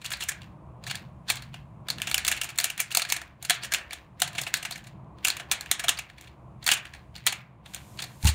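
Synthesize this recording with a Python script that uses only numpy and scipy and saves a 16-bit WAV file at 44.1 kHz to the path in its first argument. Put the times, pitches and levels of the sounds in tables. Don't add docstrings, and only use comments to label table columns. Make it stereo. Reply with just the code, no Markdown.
import sys
import numpy as np
from scipy import signal
from scipy.fft import rfft, irfft, next_fast_len
from scipy.io import wavfile
from scipy.ndimage import uniform_filter1d, map_coordinates

SR = 44100
rng = np.random.default_rng(int(sys.argv[2]) if len(sys.argv) > 2 else 0)


def wrap_up_sound(samples):
    columns = np.atleast_2d(samples).T
    tamed = np.clip(columns, -1, 1)
    steps = np.round(tamed * 32767).astype(np.int16)
    wavfile.write(sys.argv[1], SR, steps)


def linear_from_db(decibels):
    return 10 ** (np.asarray(decibels, float) / 20)


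N = 367794


def unit(x):
    return x / np.sqrt(np.mean(x ** 2) + 1e-20)


def along(points, hz):
    point_hz, value = np.transpose(points)
    return np.interp(np.log(hz + 1), np.log(point_hz + 1), value)


def curves(rows):
    s, *columns = np.transpose(rows)
    return [np.interp(np.arange(N) / SR, s, column) for column in columns]


def filtered(x, response):
    size = next_fast_len(N + SR // 2)
    return irfft(rfft(x, size) * response(np.fft.rfftfreq(size, 1 / SR)), size)[..., :N]


def resonance(f, hz, width):
    return 1j * f * width / (hz * hz - f * f + 1j * f * width)


def spread(pair, alike):
    turn = np.arccos(np.clip(alike, -1, 1)) / 2
    middle, side = np.cos(turn) * pair[0], np.sin(turn) * pair[1]
    return np.array([middle + side, middle - side])


def rush(spectrum, alike, source=None):
    z = rfft(rng.standard_normal((2, N)) if source is None else source)
    hz = np.fft.rfftfreq(N, 1 / SR)
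    return unit(irfft(spread(z, along(alike, hz)) * linear_from_db(along(spectrum, hz)), N))


def wobble(rate):
    return map_coordinates(rng.standard_normal(N // 1000), [np.arange(N) * rate / SR])


# time in seconds, level in dB.
HUM_LEVEL = [(0.0, -51), (2.4, -48.5), (2.69, -57), (5.3, -51.5), (5.41, -51.5), (6.1, -54), (6.83, -51.5),
             (7.19, -55.5), (8.2, -52.5)]
# frequency in Hz, relative strength in dB per Hz.
DEEP_COLOUR = [(20, -37), (36, -17), (52, -1.5), (68, 3.5), (90, -3.5), (120, -51)]
DRONE_COLOUR = [(56, -41.5), (95, -9.5), (124, 1), (162, -6.5), (211, -10), (260, -24.5), (340, -54.5),
                (570, -120)]
MURMUR_COLOUR = [(140, -18), (240, -10), (275, -8.5), (317, -3), (366, -8), (425, -12.5), (674, -5.5),
                 (841, -9), (1030, -5), (1170, -9.5), (1600, -27.5), (2080, -63), (3520, -120)]
HISS_COLOUR = [(880, -19.5), (1500, 10), (2440, 9), (5770, -19), (9470, -43.5), (11300, -25.5),
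               (15200, -14), (16000, -15.5)]
# frequency in Hz, likeness from 0 to 1.
FAR_ALIKE = [(60, 0.94), (200, 0.91), (380, 0.76), (700, 0.16), (1300, 0.009)]


def background():
    hum_db = curves(HUM_LEVEL)[0]
    waver_db, waver_per_s, hiss_db = 2.5, 4, -71
    parts = [(DEEP_COLOUR, -3.5), (DRONE_COLOUR, 1), (MURMUR_COLOUR, -3.5)]
    low = np.zeros((2, N))
    for colour, part_db in parts:
        level_db = hum_db + part_db + waver_db * wobble(waver_per_s)
        low += linear_from_db(level_db) * rush(colour, FAR_ALIKE)
    return low + linear_from_db(hiss_db) * rush(HISS_COLOUR, FAR_ALIKE)


# frequency in Hz, seconds to fall by 60 dB.
ROOM_DECAY = [(400, 0.32), (1300, 0.49), (3500, 0.21), (9000, 0.14), (16000, 0.038)]


def room(x, count=28):
    out, step = np.zeros((2, N + 2 * SR)), N // count + 1
    for k in range(count):
        hz, t, z = signal.stft(rng.standard_normal((2, SR // 2)), SR, nperseg=256)
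        fade = linear_from_db(-60 * t / along(ROOM_DECAY, hz)[:, None])
        tail = signal.istft(z * fade, SR, nperseg=256)[1]
        tail_hz = np.fft.rfftfreq(tail.shape[1], 1 / SR)
        tail = irfft(spread(rfft(tail), along(FAR_ALIKE, tail_hz)))
        piece = x[None, k * step:(k + 1) * step]
        wet = signal.fftconvolve(piece, tail / np.linalg.norm(tail[0]), axes=1)
        out[:, k * step + 130:][:, :wet.shape[1]] += wet
    return out[:, :N]


# start in seconds, level in dB.
TABLE_BUMPS = [(8.236, -24), (8.25, -10), (8.262, -13.5), (8.29, -19)]
# pitch in Hz, relative strength in dB, seconds to fall by 60 dB.
TABLE_MODES = [(74, -6.5, 0.23), (99.3, 5, 0.053), (153.4, -9, 0.046), (875, -10.5, 0.053)]


def bumps():
    out = np.zeros(N)
    for s, db in TABLE_BUMPS:
        t = np.clip(np.arange(N) / SR - s, 0, None)
        ring = sum(linear_from_db(mode_db - 60 * t / t60) * np.sin(2 * np.pi * hz * t) for hz, mode_db, t60 in TABLE_MODES)
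        out += linear_from_db(db) * ring * (1 - np.exp(-t / .003))
    return np.array([out, out])


def shaking_db():
    full_clack_db, growth = -31, 0.45
    wind_up_s, die_s, rest_db = 0.0055, 0.026, -85
    s, db = np.transpose(CLACKS)[:2]
    kicks = np.bincount(np.round(s * SR).astype(int), linear_from_db(2 * (full_clack_db + growth * db)), N)[:N]
    t = np.arange(-SR // 2, SR // 2 + 1) / SR
    stir = signal.fftconvolve(kicks, np.exp(-np.where(t < 0, -t / wind_up_s, t / die_s)), "same")
    return 10 * np.log10(np.abs(stir) + linear_from_db(2 * rest_db))


# frequency in Hz, relative strength in dB per Hz.
TICK_COLOUR = [(900, -36), (1500, 8), (2500, 8.5), (4500, -0.5), (9000, -19), (15600, -2.5), (16400, -47)]
# frequency in Hz, relative strength in dB per Hz.
RUB_COLOUR = [(900, -32), (1500, -8), (2300, -6), (4900, -9.5), (7600, -8.5), (9500, -11.5), (12000, -3),
              (15600, -8), (16400, -45.5)]
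# time in seconds, level in dB.
FINGER_STROKE = [(7.62, -96), (7.68, -59.5), (7.9, -57.5), (8.2, -58.5), (8.24, -41), (8.34, -51)]
# frequency in Hz, likeness from 0 to 1.
NEAR_ALIKE = [(300, .9), (800, .6), (2000, .4), (4000, .05), (8000, 0)]


def chatter():
    shake_db = shaking_db()
    ticks = (rng.random(N) < 400 / SR) * linear_from_db(3 * rng.standard_normal(N))
    lumps = unit(np.convolve(ticks, np.exp(-np.arange(200) / 30.))[:N])
    sharp = np.clip((shake_db + 65) / 20, .1, 1)
    unevenness = (.6 + sharp * lumps) / np.sqrt(.36 + sharp ** 2)
    grain = unevenness * rng.standard_normal((2, N))
    rubbing = linear_from_db(curves(FINGER_STROKE)[0]) * rush(RUB_COLOUR, NEAR_ALIKE)
    return linear_from_db(shake_db - 9.0) * rush(TICK_COLOUR, NEAR_ALIKE, grain) + rubbing


# start in seconds, level in dB.
HEAD_BUMPS = [(2.144, -33), (2.602, -33.5), (2.972, -30.5), (3.504, -24.5), (3.746, -37.5), (4.217, -24),
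              (5.249, -32.5), (5.514, -38.5), (6.692, -38.5), (6.715, -32)]


def heads():
    pitch_hz, t60_s, rise_s = 728.5, 0.067, .002
    out, t = np.zeros(N + SR), np.arange(SR // 4) / SR
    for (s, db), detune in zip(HEAD_BUMPS, rng.standard_normal(len(HEAD_BUMPS))):
        ring = np.sin(2 * np.pi * pitch_hz * (1 + 0.043 * detune) * t) * (1 - np.exp(-t / rise_s))
        out[round(s * SR):][:len(t)] += linear_from_db(db - 60 * t / t60_s) * ring
    return out[:N]


# time in seconds, level in dB, crisp edge in dB against that level,
# favoured shell pitch in Hz, rise time in ms.
CLACKS = [(0.015,-38,-9.5,2800,3.5),(0.0431,-29,-5,2840,2.7),(0.0538,-17.5,-10,3260,0.29),(.059,-22,-4,3800,1.8),(0.1041,-25,-2.5,3180,1.7),(.115,-19.5,-24,1890,2),(0.1216,-25.5,3.5,2660,2.5),(.1325,-22,-18,4300,3.1),(0.1692,-35,-3.5,4480,1.7),(0.2043,-24.5,-5.5,3700,4.7),(0.2208,-23.5,-5.5,2870,4.6),(0.2358,-24.5,2.5,2550,1.2),(0.2862,-14,-1,1850,3.3),(0.3156,-28,-7,2560,2.7),(0.417,-36,-25,2860,1.3),(.432,-44,-11,2840,0.72),
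          (0.838,-33.5,-9.5,3900,2),(0.8661,-24,-12.5,3710,0.9),(.8705,-29.5,-3,4360,4.6),(.896,-27,-12.5,3750,7.8),(0.9093,-20.5,-9.5,3540,2.2),(.9438,-32.5,-21,1910,2.6),(0.9534,-19.5,-4.5,4170,.9),
          (1.2807,-28,-15,4220,3.5),(1.2895,-23.5,-15,1780,5.5),(1.3,-9,-2,3806,2.1),(1.32,-21.5,-1.5,1746,0.95),(1.355,-26.5,-2,1885,1.6),(1.3662,-29.5,-10,3000,3.3),(1.4215,-30.5,-7,4310,1.3),(1.5405,-31,-22,2750,2.2),
          (1.8844,-19,-6.5,4200,1.2),(1.901,-14.5,-3.5,4670,1.7),(1.9828,-26,-12.5,2800,.69),(2.0008,-26.5,-10,1643,0.66),(2.018,-10,-6.5,2330,.54),(2.0704,-19.5,-8.5,2930,2.9),(2.0855,-29.5,-5.5,2800,7.4),(2.0962,-27,1,2285,1.5),(2.113,-16,-4.5,4350,1.1),(2.1248,-33.5,-4.5,4520,2.5),(2.143,-5.5,-2,2800,1.1),(2.179,-9,-4,2210,0.95),(2.2482,-13,-5.5,3495,1.2),(2.2663,-15,-2,2780,.9),(2.2783,-6.5,-1,2284,2.1),(2.297,-28.5,-1.5,2736,2),(2.314,-10.5,-1.5,2607,1.4),(2.3205,-13,-8,2700,1.8),(2.3393,-30,-5.5,2770,0.65),(2.3639,-29.5,-4,2760,1.7),(2.3714,-27,-11,2540,3.5),(2.4135,-14.5,-3,2730,1.9),(2.4334,-19.5,-2.5,2760,1.4),(2.4428,-20.5,-1,1525,.96),(2.4502,-25,-5,2330,1.1),(2.489,-27,-6.5,2600,2.8),(2.502,-29.5,-8.5,2210,1.3),
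          (2.5573,-37,-2.5,3400,1.6),(2.577,-20.5,-1.5,2360,0.78),(2.5851,-9,-2.5,4340,1.5),(2.6004,-10.5,-3,4260,0.55),(2.6094,-23,2.5,1567,1.2),(2.6338,-24.5,-8,2840,1.6),(2.641,-7,-1.5,2640,1.6),(2.654,-19.5,-1.5,2850,1.4),(2.7003,-19,-3,2900,1.5),(2.7771,-21,-4,1775,1.2),(2.7929,-22,-20,2300,10),(2.8017,-5,1,2320,0.67),(2.8135,-26,3.5,2300,1.1),(2.906,-25.5,-12.5,2300,1.1),(2.9137,-22.5,-5,2690,1.7),(2.921,-24,-1.5,4110,2.4),(2.9483,-7,-1.5,4110,1.3),(2.9705,-3.5,-1,4370,1.2),(2.9954,-13.5,-7,2730,.81),(3.018,-17.5,-5.5,4670,2.8),(3.05,-22.5,-14.5,2800,1.2),(3.0883,-27,-3.5,2250,5.3),(3.1001,-12.5,-4,4370,.69),(3.1218,-5.5,-1.5,2300,1),(3.1636,-19,-5,2340,1.7),(3.2147,-29.5,-6.5,1848,1.7),
          (3.4258,-21.5,0,4370,0.96),(3.4485,-22.5,-1.5,3330,2.3),(3.4965,-5.5,-4,3384,1.5),(3.5051,-3.5,-9.5,3460,0.86),(3.54,-32.5,-0.5,1954,5.7),(3.6239,-31.5,-27,4370,5.3),(3.6328,-23.5,-4.5,2630,2.5),(3.6436,-24.5,-3.5,1750,4.2),(3.7189,-16.5,-6,1780,3.1),(3.7366,-6.5,-1,1970,0.79),(3.7427,-13,-7.5,2790,2.3),(3.7835,-27,-9,1770,0.78),(3.9076,-23.5,-32,2430,.74),(3.9225,-31,-21,1610,1.1),(3.9293,-23.5,-2,3614,2.2),(3.935,-33,-11,1832,1.1),
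          (4.199,-22,-0.5,2870,2),(4.2184,-4.5,-2,3824,1.4),(4.275,-27,-2.5,4500,2.7),(4.33,-36,-5,4300,1.5),(4.35,-29,-18,2745,3.3),(4.3799,-20.5,-9,2745,5.7),(4.4126,-19.5,0.5,3220,2.7),(4.4332,-25.5,-3,4370,2.3),(4.4652,-24.5,-25,2300,3.4),(4.4744,-26,-8.5,2240,1.7),(4.483,-35,.5,2780,1.2),(4.5398,-5,-5,3876,0.67),(4.5683,-24,-0.5,2370,2.6),(4.6263,-24.5,-2.5,2280,2.3),(4.6501,-20.5,-9,2334,3.1),(4.7088,-22,-2,3750,1.7),(4.7201,-29,-6,4630,4.6),(4.7549,-30.5,-8,1880,3.6),(4.777,-33,-1,4460,1.4),(4.84,-42,-3,2280,1.4),(4.8684,-38.5,-5,2170,3.2),
          (5.1839,-45.5,-24,3740,1.3),(5.243,-27,-21,1980,0.84),(5.248,-6,-2.5,2660,1.6),(5.2686,-17,-2.5,1526,3.3),(5.2826,-8,-2,2834,1.1),(5.3009,-13.5,-6.5,3500,1.5),(5.367,-22.5,-5.5,2640,1.3),(5.3954,-28,-20.5,1460,4.4),(5.5137,-6,-6.5,3260,1.1),(5.5198,-12,3,3230,1.3),(5.533,-29,2.5,2870,1.1),(5.6087,-20.5,-4,1540,0.79),(5.6593,-25,-25,2780,.67),(5.7132,-4,-1.5,3350,1.2),(5.7937,-19.5,-5.5,2120,3.3),(5.8383,-20,-7,2360,3.4),(5.8825,-8.5,-7,3535,1.2),(5.8895,-7,-1.5,3040,2.3),(5.9711,-30.5,-13,4250,3.4),(5.9869,-21.5,-5.5,2380,2.9),
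          (6.098,-37.5,-37,2300,1.1),(6.1812,-38,-30,2300,1.9),(6.2107,-31,-1,3660,0.61),(6.238,-43.5,-28,2400,3.1),(6.272,-43,-33,2470,3.6),(6.626,-35.5,-20,3850,2.5),(6.642,-33,5.5,4610,1.2),(6.6637,-11,-2,4010,1.4),(6.6685,-18.5,-11,3030,1.8),(6.6755,-8,-2.5,1812,1.3),(6.6886,-4,-12.5,2390,0.71),(6.702,-16.5,-5,3500,1),(6.7135,-7.5,-4,2910,3.8),(6.7195,-18,-6,3440,2.3),(6.734,-14.5,-1,3160,2.6),(6.7687,-31.5,-7,2580,4.3),(6.8512,-30.5,-20,2700,1.9),(6.8663,-39.5,-13.5,1530,1.3),(6.936,-33,-26,2300,1.7),(6.9473,-35,-18,2010,1.5),
          (7.153,-34,-15,3360,1.7),(7.162,-30,-6.5,4000,0.91),(7.18,-39,-12,2230,1.3),(7.2654,-5.5,-1.5,3800,1.1),(7.2704,-8.5,-3,3545,1.9),(7.2803,-17.5,-7.5,3754,1.6),(7.3232,-18.5,-6,2260,2.2),(7.658,-36.5,-19,2910,2.4),(7.736,-29,-9,3360,1.2),(7.7454,-19.5,-1,2880,.96),(7.7612,-35,-10,5060,1.4),(7.973,-38.5,-3,4090,1.2),(7.9878,-26.5,-27,3150,3.8),(7.9998,-29,-5,3090,2.3),(8.02,-23,-5,3870,3.1),(8.038,-26,-3,4430,1.9),
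          (8.227,-28.5,-2.5,3660,1.1),(8.2448,-17,-1,1560,0.91),(8.2521,-17,-2.5,3530,2.1),(8.2678,-11.5,-1.5,3360,4.9),(8.2823,-16.5,-1.5,2730,1),(8.2878,-15.5,-3.5,4590,1.9),(8.296,-20.5,-2.5,4020,2.1)]
# a list of pitches in Hz, then a list of their relative strengths in dB.
SHELL_HZ = [1326, 1715, 2300, 2800, 3434, 4370]
SHELL_DB = [-6.5, 7.5, 1, 6, -1, 4.5]
# pitch in Hz, width in Hz, relative strength in dB.
HOLLOW_MODES = [(378.5, 230, -15), (692, 53, 8.5), (1070, 750, -9)]
# frequency in Hz, relative strength in dB.
EDGE_COLOUR = [(3500, -26.5), (5000, -10), (7000, -5), (10000, -7.5), (13000, -1), (15600, -0.5),
               (16400, -29.5)]


def clacks(size=2048, count=600):
    s, db, crisp_db, hz, rise_ms = (column[:, None] for column in np.transpose(CLACKS))
    t, f = (np.arange(size) - count) / SR, np.fft.rfftfreq(size, 1 / SR)
    draws = rng.standard_normal((len(s), 3, size))
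    chance = rng.standard_normal((len(s), len(SHELL_HZ) + 2))

    uneven = linear_from_db(2.2 * unit(uniform_filter1d(draws[:, 2], size=24)))
    u = 1000 * np.clip(t, 0, None) / np.clip(rise_ms, .3, 6)
    swell = u * np.exp(1 - u)
    slide = 0.033 * rise_ms * linear_from_db(-.4 * (db + 17.5)) * np.exp(-np.abs(t) / (0.002 * rise_ms))
    settle = .17 * np.exp(-t / .012) * (1 - np.exp(-u))
    shape = uneven * (swell + slide + settle)
    swell_energy = np.sum(swell ** 2, axis=1, keepdims=True)
    shape *= np.sqrt(swell_energy / np.sum(shape ** 2, axis=1, keepdims=True))
    burst = spread(rfft(draws[:, :2].swapaxes(0, 1) * shape), along(NEAR_ALIKE, f))

    shell = linear_from_db(-2.5) * resonance(f, 2600, 4400)
    for k, (mode_hz, mode_db) in enumerate(zip(SHELL_HZ, SHELL_DB)):
        near_db = 7 * np.exp(-(np.log(mode_hz / hz) / 0.25) ** 2)
        mode = linear_from_db(2 * chance[:, [k]]) * resonance(f, mode_hz, .1 * mode_hz)
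        shell = shell + (-1) ** k * linear_from_db(mode_db + near_db) * mode
    shell /= np.sqrt(np.mean(np.abs(shell) ** 2, axis=1, keepdims=True))
    shell_db = db + 10 * np.log10(np.clip(1 - linear_from_db(2 * crisp_db), .05, 1))

    hollow = sum((-1) ** k * linear_from_db(mode_db) * resonance(f, mode_hz, width)
                 for k, (mode_hz, width, mode_db) in enumerate(HOLLOW_MODES))
    knock_db = -14.5 - .3 * db + 3.5 * chance[:, [-2]]
    edge_db = along(EDGE_COLOUR, f) - 4.2 * np.log(rise_ms) * np.log(f / 8000 + .1)
    body = linear_from_db(shell_db - 5) * shell + linear_from_db(db + knock_db) * hollow + linear_from_db(db + crisp_db - 0.5 + edge_db)

    lean = linear_from_db(chance[:, [-1]] * np.array([1, -1])[:, None, None])
    sound = irfft(burst * body, size) * lean
    even = np.sqrt(uniform_filter1d(np.abs(body) ** 2, size=16) * swell_energy)
    all_round = np.roll(irfft(even, size), count + 60, axis=1)
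    at = (np.round(s * SR).astype(int) - count + np.arange(size)).ravel()
    return np.array([np.bincount(at, channel.ravel(), N + size)[:N] for channel in [*sound, all_round]])


def scene():
    left, right, all_round = clacks() + heads()
    return np.array([left, right]) + linear_from_db(-9.0) * room(all_round) + chatter() + bumps() + background()


def band_limit(x):
    return signal.sosfilt(signal.butter(12, 17020, fs=SR, output="sos"), x)


# pitch in Hz, width in Hz.
PORTS = [(7100, 1145), (9100, 1050)]
# frequency in Hz, gain in dB.
PORT_LIFT = [
    [(4000, 0.5), (7000, -7.5), (10000, -3), (15000, 6)],
    [(4000, -1), (9000, -9.5), (11500, -5.5), (15000, -1.5)],
]


def record(dry):
    def ports(f):
        cavities = [hz * hz / (hz * hz - f * f + 1j * f * width) for hz, width in PORTS]
        return np.array([cavity * linear_from_db(along(lift, f)) for cavity, lift in zip(cavities, PORT_LIFT)])

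    x = filtered(dry, ports)
    x = x / (1 + np.abs(x / .9) ** 4) ** (1 / 4)
    return band_limit(x)


dry = scene()
out = record(dry)
wrap_up_sound(out)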